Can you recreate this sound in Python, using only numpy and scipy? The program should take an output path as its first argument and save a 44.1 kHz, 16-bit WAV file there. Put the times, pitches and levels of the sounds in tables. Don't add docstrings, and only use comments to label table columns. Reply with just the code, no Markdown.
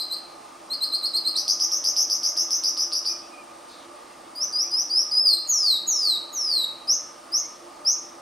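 import sys
import numpy as np
from scipy import signal
from scipy.io import wavfile
from scipy.ndimage import uniform_filter1d

SR = 44100
rng = np.random.default_rng(int(sys.argv[2]) if len(sys.argv) > 2 else 0)


def boost(x):
    u = np.asarray(x, float) / 20
    return 10 ** u


def file_out(sig):
    cols = np.atleast_2d(sig).T
    lim = np.clip(cols, -1, 1)
    pcm = np.round(lim * 32767).astype(np.int16)
    wavfile.write(sys.argv[1], SR, pcm)


N = 362061
LEAD = SR // 4
WAVER_HZ = 40

# (first crest [s], level [dB], warble rate [1/s], crest [Hz], trough [Hz])
TRILLS = [(1.3717, -23, 98, 6240, 4340), (1.485, -20, 98, 6450, 4543), (1.6049, -21.4, 83, 6420, 4780),
          (1.721, -24.5, 114, 6460, 5044), (1.847, -22.5, 93, 6380, 4780), (1.969, -21, 101, 6375, 4850),
          (2.104, -23, 99, 6350, 4784), (2.236, -24, 89, 6390, 4770), (2.372, -23.5, 99, 6390, 4904),
          (2.511, -22.5, 76, 6450, 4960), (2.641, -23.5, 86, 6180, 4707), (2.779, -23.5, 87, 6160, 4716),
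          (2.928, -24.5, 96, 5994, 4550), (3.059, -25.5, 92, 6040, 4560)]
FIRST_TRILL_S = TRILLS[0][0]
# (pitch [Hz], level [dB])
OVERTONE = [(3800, -32.5), (4200, -27.5), (5000, -30.5), (5400, -28), (5900, -27.5), (6400, -30),
            (6800, -12)]


def evened(x):
    return x / np.sqrt(np.mean(x ** 2) + 1e-20)


def drift(length, size):
    return evened(uniform_filter1d(rng.standard_normal(length), size=size))


def read(points, hz):
    f, value = np.transpose(points)
    return np.interp(np.log(hz + 1), np.log(f + 1), value)


def add(mix, s, sound):
    part = mix[LEAD + round(s * SR):][:len(sound)]
    part += sound[:len(part)]


def syrinx(hz, db, over_db, third_db, fade=0.0039):
    # (frequency [Hz], gain [dB])
    beak = [(2500, -12), (4500, 36), (6500, -7), (8000, 12.5), (10000, 3.5), (12000, 0.5), (14000, -7),
            (16000, -14.5)]
    turn = 2 * np.pi * np.cumsum(hz) / SR
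    tone = np.sin(turn)
    for partial, part_db in ((2, over_db), (3, over_db + third_db)):
        high_hz = partial * hz
        flicker_db = 3.5 * drift(len(hz), 250)
        level = boost(part_db + flicker_db + read(beak, high_hz))
        tone += level * np.sin(partial * turn) * (high_hz < SR / 2)
    n = np.arange(len(hz))
    edges = np.clip(np.minimum(n, n[::-1]) / (fade * SR), 0, 1)
    return np.sqrt(2) * boost(db) * tone * edges


def chirp(s, db, start_hz, end_hz, crest_hz):
    glide = .039
    u = np.arange(-glide, .02, 1 / SR)
    rise = np.minimum(1 + u / glide, 1)
    warble = (u > -.006) * (1.2 * np.cos(np.pi * 84 * u) ** 4 - .2)
    hz = start_hz + (end_hz - start_hz) * rise + (crest_hz + 60 - end_hz) * warble
    swell_db = -24 * (1 - rise) ** 3.8 - 300 * np.maximum(u, 0) - 5 * warble
    over_db = -19.5 - 2.2 * (4.5 - rise)
    return s - glide, syrinx(hz, db + swell_db, over_db, third_db=6 - 4.0 * warble)


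def trill(s, db, rate, crest_hz, trough_hz):
    length = .071 - 0.0232 * np.exp((FIRST_TRILL_S - s) / 0.232)
    u = np.arange(-.009, .12, 1 / SR)
    wander = uniform_filter1d(rng.standard_normal((len(u), 2)), size=200, axis=0)
    waver = evened(wander)[u < length].T
    u = u[u < length]
    after = np.maximum(u, 0)
    share = after / length
    top_hz = crest_hz - 500 * np.exp(-after / .02)
    dip = (1 - .75 * share ** 1.5) * np.sin(np.pi * rate * after * (1 - 1.8 * after)) ** 2
    flick = (-np.minimum(u, 0) / .009) ** 1.5
    flick_hz = 3500 * (1 - 0.3 * (s == FIRST_TRILL_S))
    hz = top_hz - (top_hz - trough_hz) * dip - flick_hz * flick + WAVER_HZ * waver[0]
    off_tune = (hz - trough_hz - 150) / 1000
    sharp = np.maximum(off_tune, 0)
    throat_db = 3.0 - 7 * sharp + np.clip(40 * off_tune + 4, -22, 0)
    shape_db = throat_db + 4 * share - 6 * share ** 4 - 2.5 * np.exp(-after / 0.008)
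    over_db = -26.0 + 22 * flick + 6.8 * sharp - 5 * share
    level_db = db + shape_db + 1.5 * waver[1]
    return s + u[0], syrinx(hz, level_db, over_db, third_db=2.5 - 28 * flick, fade=0.00087)


def bend(t, s, value):
    step = np.diff(value) / np.diff(s)
    product = step[1:] * step[:-1]
    inner = np.where(product > 0, 2 * product / (step[1:] + step[:-1] + 1e-9), 0)
    slope = np.r_[step[0], inner, step[-1]]
    k = np.clip(np.searchsorted(s, t) - 1, 0, len(s) - 2)
    span = np.diff(s)[k]
    u = (t - s[k]) / span
    curve = (1 - u) * (slope[k] - step[k]) - u * (slope[k + 1] - step[k])
    return value[k] + span * u * (step[k] + (1 - u) * curve)


def whistle(s, hz, db):
    t = np.arange(s[0], s[-1], 1 / SR)
    hz, db = bend(t, s, hz), bend(t, s, db)
    over_db = read(OVERTONE, hz) + 0.98 * np.clip(-25.5 - db, 0, 13)
    third_db = 5.5 - 3.3 * np.clip(hz / 1000 - 4.4, 0, 1)
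    return s[0], syrinx(hz, db, over_db, third_db)


def hook(s, length, db, held_hz, top_hz):
    # (share of length [0-1], share of climb [0-1], level [dB])
    course = [(0, -0.3, -12.5), (.12, 0, -1), (.45, .07, 2.5), (.7, .48, 0.5), (.9, 0.88, -2.5),
              (1, 0.96, -18)]
    u, climb, edge_db = np.transpose(course)
    peak_db = -23
    swell_db = (peak_db - db) * np.clip(2 * climb, 0, 1)
    return whistle(s + u * length, held_hz + (top_hz - held_hz) * climb, db + edge_db + swell_db)


def fall(s, length, db, haste, open_db):
    # (share of length [0-1], pitch [Hz], level [dB])
    course = [(0, 6350, -22), (.05, 6810, 0), (.2, 5850, -1), (.27, 5530, -3), (.47, 5070, -3),
              (.77, 4160, 1), (.93, 3830, -5), (1, 3750, -9)]
    u, hz, shape_db = np.transpose(course)
    t = u ** (1 / haste) * length
    opening_db = open_db * np.exp(-(t / .04) ** 2)
    return whistle(s + t, hz, db + shape_db + opening_db)


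def sweep(s, length, db, top_hz):
    # (share of length [0-1], share of climb [0-1], level [dB])
    course = [(0, 0.029, -23), (0.142, 0.18, -8.5), (0.349, .41, 1.5), (0.698, .76, -2.5), (.9, .95, -7),
              (1, 0.91, -7)]
    u, climb, shape_db = np.transpose(course)
    from_hz = 4586
    return whistle(s + u * length, from_hz + (top_hz - from_hz) * climb, db + shape_db)


def catch(s, length, start_hz, end_hz, db):
    hz = np.linspace(start_hz, end_hz, round(length * SR))
    return s, syrinx(hz, db, read(OVERTONE, hz), third_db=-13, fade=length / 2)


def singer():
    # (first crest [s], level [dB], start [Hz], glide end [Hz], crest [Hz])
    chirps = [
        (-.095, -22, 3850, 4364, 4970),
        (0.017, -26.5, 3850, 4250, 4950),
        (0.137, -26.5, 3846, 4265, 4860),
        (0.736, -26, 3917, 4395, 4950),
        (0.842, -23, 3866, 4345, 4950),
        (0.952, -23, 3840, 4365, 4875),
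        (1.061, -23, 3860, 4466, 5080),
        (1.169, -21, 3926, 4400, 4950),
        (1.282, -21.5, 3886, 4364, 4915),
    ]
    # (start [s], length [s], held level [dB], held pitch [Hz], top [Hz])
    hooks = [
        (4.349, 0.11, -37, 4845, 6280),
        (4.523, .123, -27, 4850, 6035),
        (4.708, 0.12, -27, 4970, 6120),
    ]
    # (time [s], pitch [Hz], level [dB])
    climb = [(4.897, 4370, -37), (4.911, 4780, -26), (4.951, 4980, -22.5), (4.979, 5214, -17.5),
             (5.01, 5660, -23), (5.035, 6080, -41)]
    # (time [s], pitch [Hz], level [dB])
    arch = [(5.111, 4470, -29), (5.124, 5056, -23.5), (5.152, 4910, -22.5), (5.199, 5095, -16.5),
            (5.24, 5095, -18.5), (5.275, 4800, -14), (5.31, 4393, -20), (5.345, 4156, -16.5),
            (5.365, 4235, -33)]
    # (start [s], length [s], level [dB], haste [ratio], opening [dB])
    falls = [
        (5.481, .29, -19, 1.05, -1),
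        (5.87, .3, -21.5, .99, 0.5),
        (6.321, .334, -23.5, .91, -22),
    ]
    # (start [s], length [s], level [dB], top [Hz])
    sweeps = [
        (6.873, 0.081, -18.5, 6530),
        (7.317, .09, -21.5, 6590),
        (7.847, 0.09, -18.5, 6600),
    ]
    # (start [s], length [s], start [Hz], end [Hz], level [dB])
    catches = [(1.352, 0.021, 3665, 4630, -21.5), (4.816, 0.0089, 6100, 6680, -36),
               (5.363, 0.011, 4570, 3670, -23.5), (5.471, .01, 7400, 6670, -33),
               (5.478, 0.021, 9570, 10600, -46), (5.773, 0.0078, 4075, 3720, -20.5),
               (5.862, 0.017, 8080, 6130, -38), (6.169, 0.016, 4040, 3860, -22.5),
               (6.33, 0.0041, 7000, 6340, -43), (6.635, 0.0235, 3950, 3750, -20.5),
               (6.87, 0.0085, 5570, 4970, -43), (7.314, .008, 5080, 4620, -46),
               (7.842, 0.011, 5570, 4700, -54)]
    away, song = np.zeros((2, LEAD + N))
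    for row in chirps:
        add(away, *chirp(*row))
    for make, rows in ((trill, TRILLS), (hook, hooks), (fall, falls), (sweep, sweeps), (catch, catches)):
        for row in rows:
            add(song, *make(*row))
    for points in (climb, arch):
        add(song, *whistle(*np.transpose(points)))
    wall = boost(-9) * uniform_filter1d(np.roll(away, round(.035 * SR)), size=4)
    return song + away + wall


def branches(x):
    # (delay [s], level [dB], left-right tilt [dB])
    echoes = [(.005, -14.5, 2), (.009, -9.5, 1.5), (.014, -19, -6), (0.018, -25.5, 17), (0.044, -16, 0),
              (0.063, -24.5, -7)]
    out = np.tile(x[LEAD:], (2, 1))
    for delay, db, pan_db in echoes:
        out += boost(db + np.array([[pan_db], [-pan_db]])) * x[LEAD - round(delay * SR):][:N]
    return out


def yard(x, tail_db, start, alike):
    # (frequency [Hz], t60 [s])
    decay = [(2000, 0.71), (4000, 0.62), (6000, .42), (9000, 0.52), (14000, 0.35)]
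    # (frequency [Hz], gain [dB])
    colour = [(2000, 2.5), (4200, -0.5), (6000, 2.5), (9000, -3), (12000, -1), (15000, 0.5)]
    a, b = rng.standard_normal((2, SR // 2))
    taps = np.array([alike * a + (1 - alike) * b, alike * a - (1 - alike) * b])
    hz, t, z = signal.stft(taps, SR, nperseg=128)
    dying_db = read(colour, hz)[:, None] - 60 * t / read(decay, hz)[:, None]
    tail = signal.istft(z * boost(dying_db), SR, nperseg=128)[1]
    tail *= np.clip(np.arange(tail.shape[1]) / (start * SR), 0, 1)
    wet = signal.fftconvolve(x[None], tail / np.linalg.norm(tail[0]), axes=1)
    return boost(tail_db) * wet[:, LEAD:LEAD + N]


def far_note(s, length, start_hz, end_hz, db):
    hz = np.linspace(start_hz, end_hz, round(length * SR))
    hz = hz + WAVER_HZ * drift(len(hz), 500)
    return s, syrinx(hz, db, over_db=-45, third_db=0, fade=.02)


def scold(s, length, db, attack, fade_db):
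    t = np.arange(0, length, 1 / SR)
    rasp = uniform_filter1d(rng.standard_normal(len(t)), size=34)
    turn = 2 * np.pi * np.cumsum(np.linspace(4550, 3500, len(t))) / SR
    return s, np.minimum(t / attack, 1) * boost(db + fade_db * t / length) * evened(rasp * np.sin(turn))


def far_birds():
    # (start [s], length [s], start [Hz], end [Hz], level [dB])
    calls = [
        (2.252, .09, 2200, 2050, -79),
        (3.079, 0.1, 2450, 2400, -70.5),
        (3.2, 0.086, 2420, 2650, -78),
        (3.314, 0.12, 2485, 2365, -69),
        (3.452, .1, 2400, 2380, -83),
        (4.094, .08, 2790, 2620, -81),
        (4.624, .085, 2140, 2620, -74),
        (7.414, .09, 2050, 2350, -78.5),
    ]
    # (start [s], length [s], level [dB], attack [s], fade [dB])
    rasp = (3.67, .19, -66, .04, -8)
    far = np.zeros(LEAD + N)
    for row in calls:
        add(far, *far_note(*row))
    far *= boost(3 * drift(len(far), 500))
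    add(far, *scold(*rasp))
    return far


def air():
    # (frequency [Hz], density [dB per Hz])
    wash = [(8.8, -82), (15, -25), (153, -17.5), (335, -3.5), (388, -7.5), (549, -6.5), (600, -6),
            (1100, -6.5), (1200, -6), (1520, -14), (3050, -18.5), (4080, -19.5), (4850, -17), (8670, -26.5),
            (15500, -37)]
    # (centre [Hz], width [Hz], height [dB])
    bumps = [(121, 25, -1), (276, 21, 3), (343.1, 15.2, 10.5), (386.5, 20.6, -20.5), (592, 13.3, 8.5),
             (853, 110, 10), (1224, 62, 10), (1766, 44, 3), (4950, 400, 0.5), (8940, 820, 11)]
    # (frequency [Hz], correlation [-1 to 1])
    likeness = [(60, 0.7), (92, 0.81), (140, 0.87), (210, 0.97), (330, 0.97), (500, 0.8), (770, 0.7),
                (1170, 0.75), (1790, 0.59), (2740, 0.87), (4190, 0.93), (6410, 0.81), (9810, 0.8),
                (15000, 0.53)]
    # (frequency [Hz], phase [rad])
    port_lead = [(300, 0), (690, .1), (850, -3), (1030, -5.3), (1290, -6.28), (2000, -6.28)]
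    # (frequency [Hz], left minus right [dB])
    lean = [(60, 2), (110, -2.5), (200, 0.5), (380, -3), (700, -1), (1290, -1.5), (2380, 0.5), (4400, -1),
            (8120, -0.5), (15000, -0.5)]
    frames, hz = N // 1024 + 5, np.fft.rfftfreq(4096, 1 / SR)
    a, b, c, d, patches = rng.standard_normal((frames, len(hz), 5)).T
    patches = evened(uniform_filter1d(uniform_filter1d(patches, size=12, axis=0), size=5, axis=1))
    colour_db = read(wash, hz)
    for f, width, db in bumps:
        colour_db = colour_db + db / (1 + (2 * (hz - f) / width) ** 2)
    same = np.clip(read(likeness, hz), -1, 1)[:, None]
    mid = a + 1j * b
    left = mid * np.exp(1j * read(port_lead, hz))[:, None]
    right = same * mid + np.sqrt(1 - same ** 2) * (c + 1j * d)
    lean_db = np.array([.5, -.5])[:, None, None] * read(lean, hz)[:, None]
    z = np.array([left, right]) * boost(colour_db[:, None] + 1.3 * patches + lean_db)
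    return boost(-44) * evened(signal.istft(z, nperseg=4096, noverlap=3072)[1][:, :N])


def scene():
    song, far = singer(), far_birds()
    near = branches(song) + yard(song, tail_db=-7.0, start=.014, alike=.84)
    distant = boost(17.5) * far[LEAD:] + yard(far, tail_db=0, start=.01, alike=0.56)
    return near + distant + air()


def thinned(x, under_db, quiet_db):
    # (frequency [Hz], threshold offset [dB])
    readiness = [(6300, 13), (7500, 12.5), (8100, 10), (8600, -9), (10500, 11), (12000, 5), (13500, -11),
                 (14500, 16), (15500, 4)]
    hz, t, z = signal.stft(x, SR, nperseg=2048, noverlap=1024)
    power = (abs(z) ** 2).mean(0)
    bands = power[:-1].reshape(32, 32, -1).mean(1)
    band_db = 10 * np.log10(np.repeat(bands, 32, axis=0) + 1e-20)
    limit_db = np.maximum(10 * np.log10(power.sum(0)) - under_db, quiet_db)
    bin_hz = hz[:-1, None]
    keep = np.clip((band_db - limit_db - read(readiness, bin_hz)) / 2, 0, 1)
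    z[:, :-1] *= np.where(bin_hz > 6250, keep, 1)
    return signal.istft(z, SR, nperseg=2048, noverlap=1024)[1][:, :N]


def top_cut(x):
    return signal.sosfilt(signal.butter(12, 15720, fs=SR, output="sos"), x)


def record(dry):
    power_db = 10 * np.log10(abs(uniform_filter1d((dry ** 2).mean(0), size=2000)) + 1e-12)
    recovery_db = np.arange(N) * 4.0 / SR
    held_db = np.maximum.accumulate(power_db + recovery_db) - recovery_db
    over_db = np.maximum(held_db + 18.5, 0)
    eased = dry / boost(0.41 * uniform_filter1d(over_db, size=2000))
    return top_cut(thinned(eased, under_db=73.0, quiet_db=-104))


dry = scene()
out = record(dry)
file_out(out)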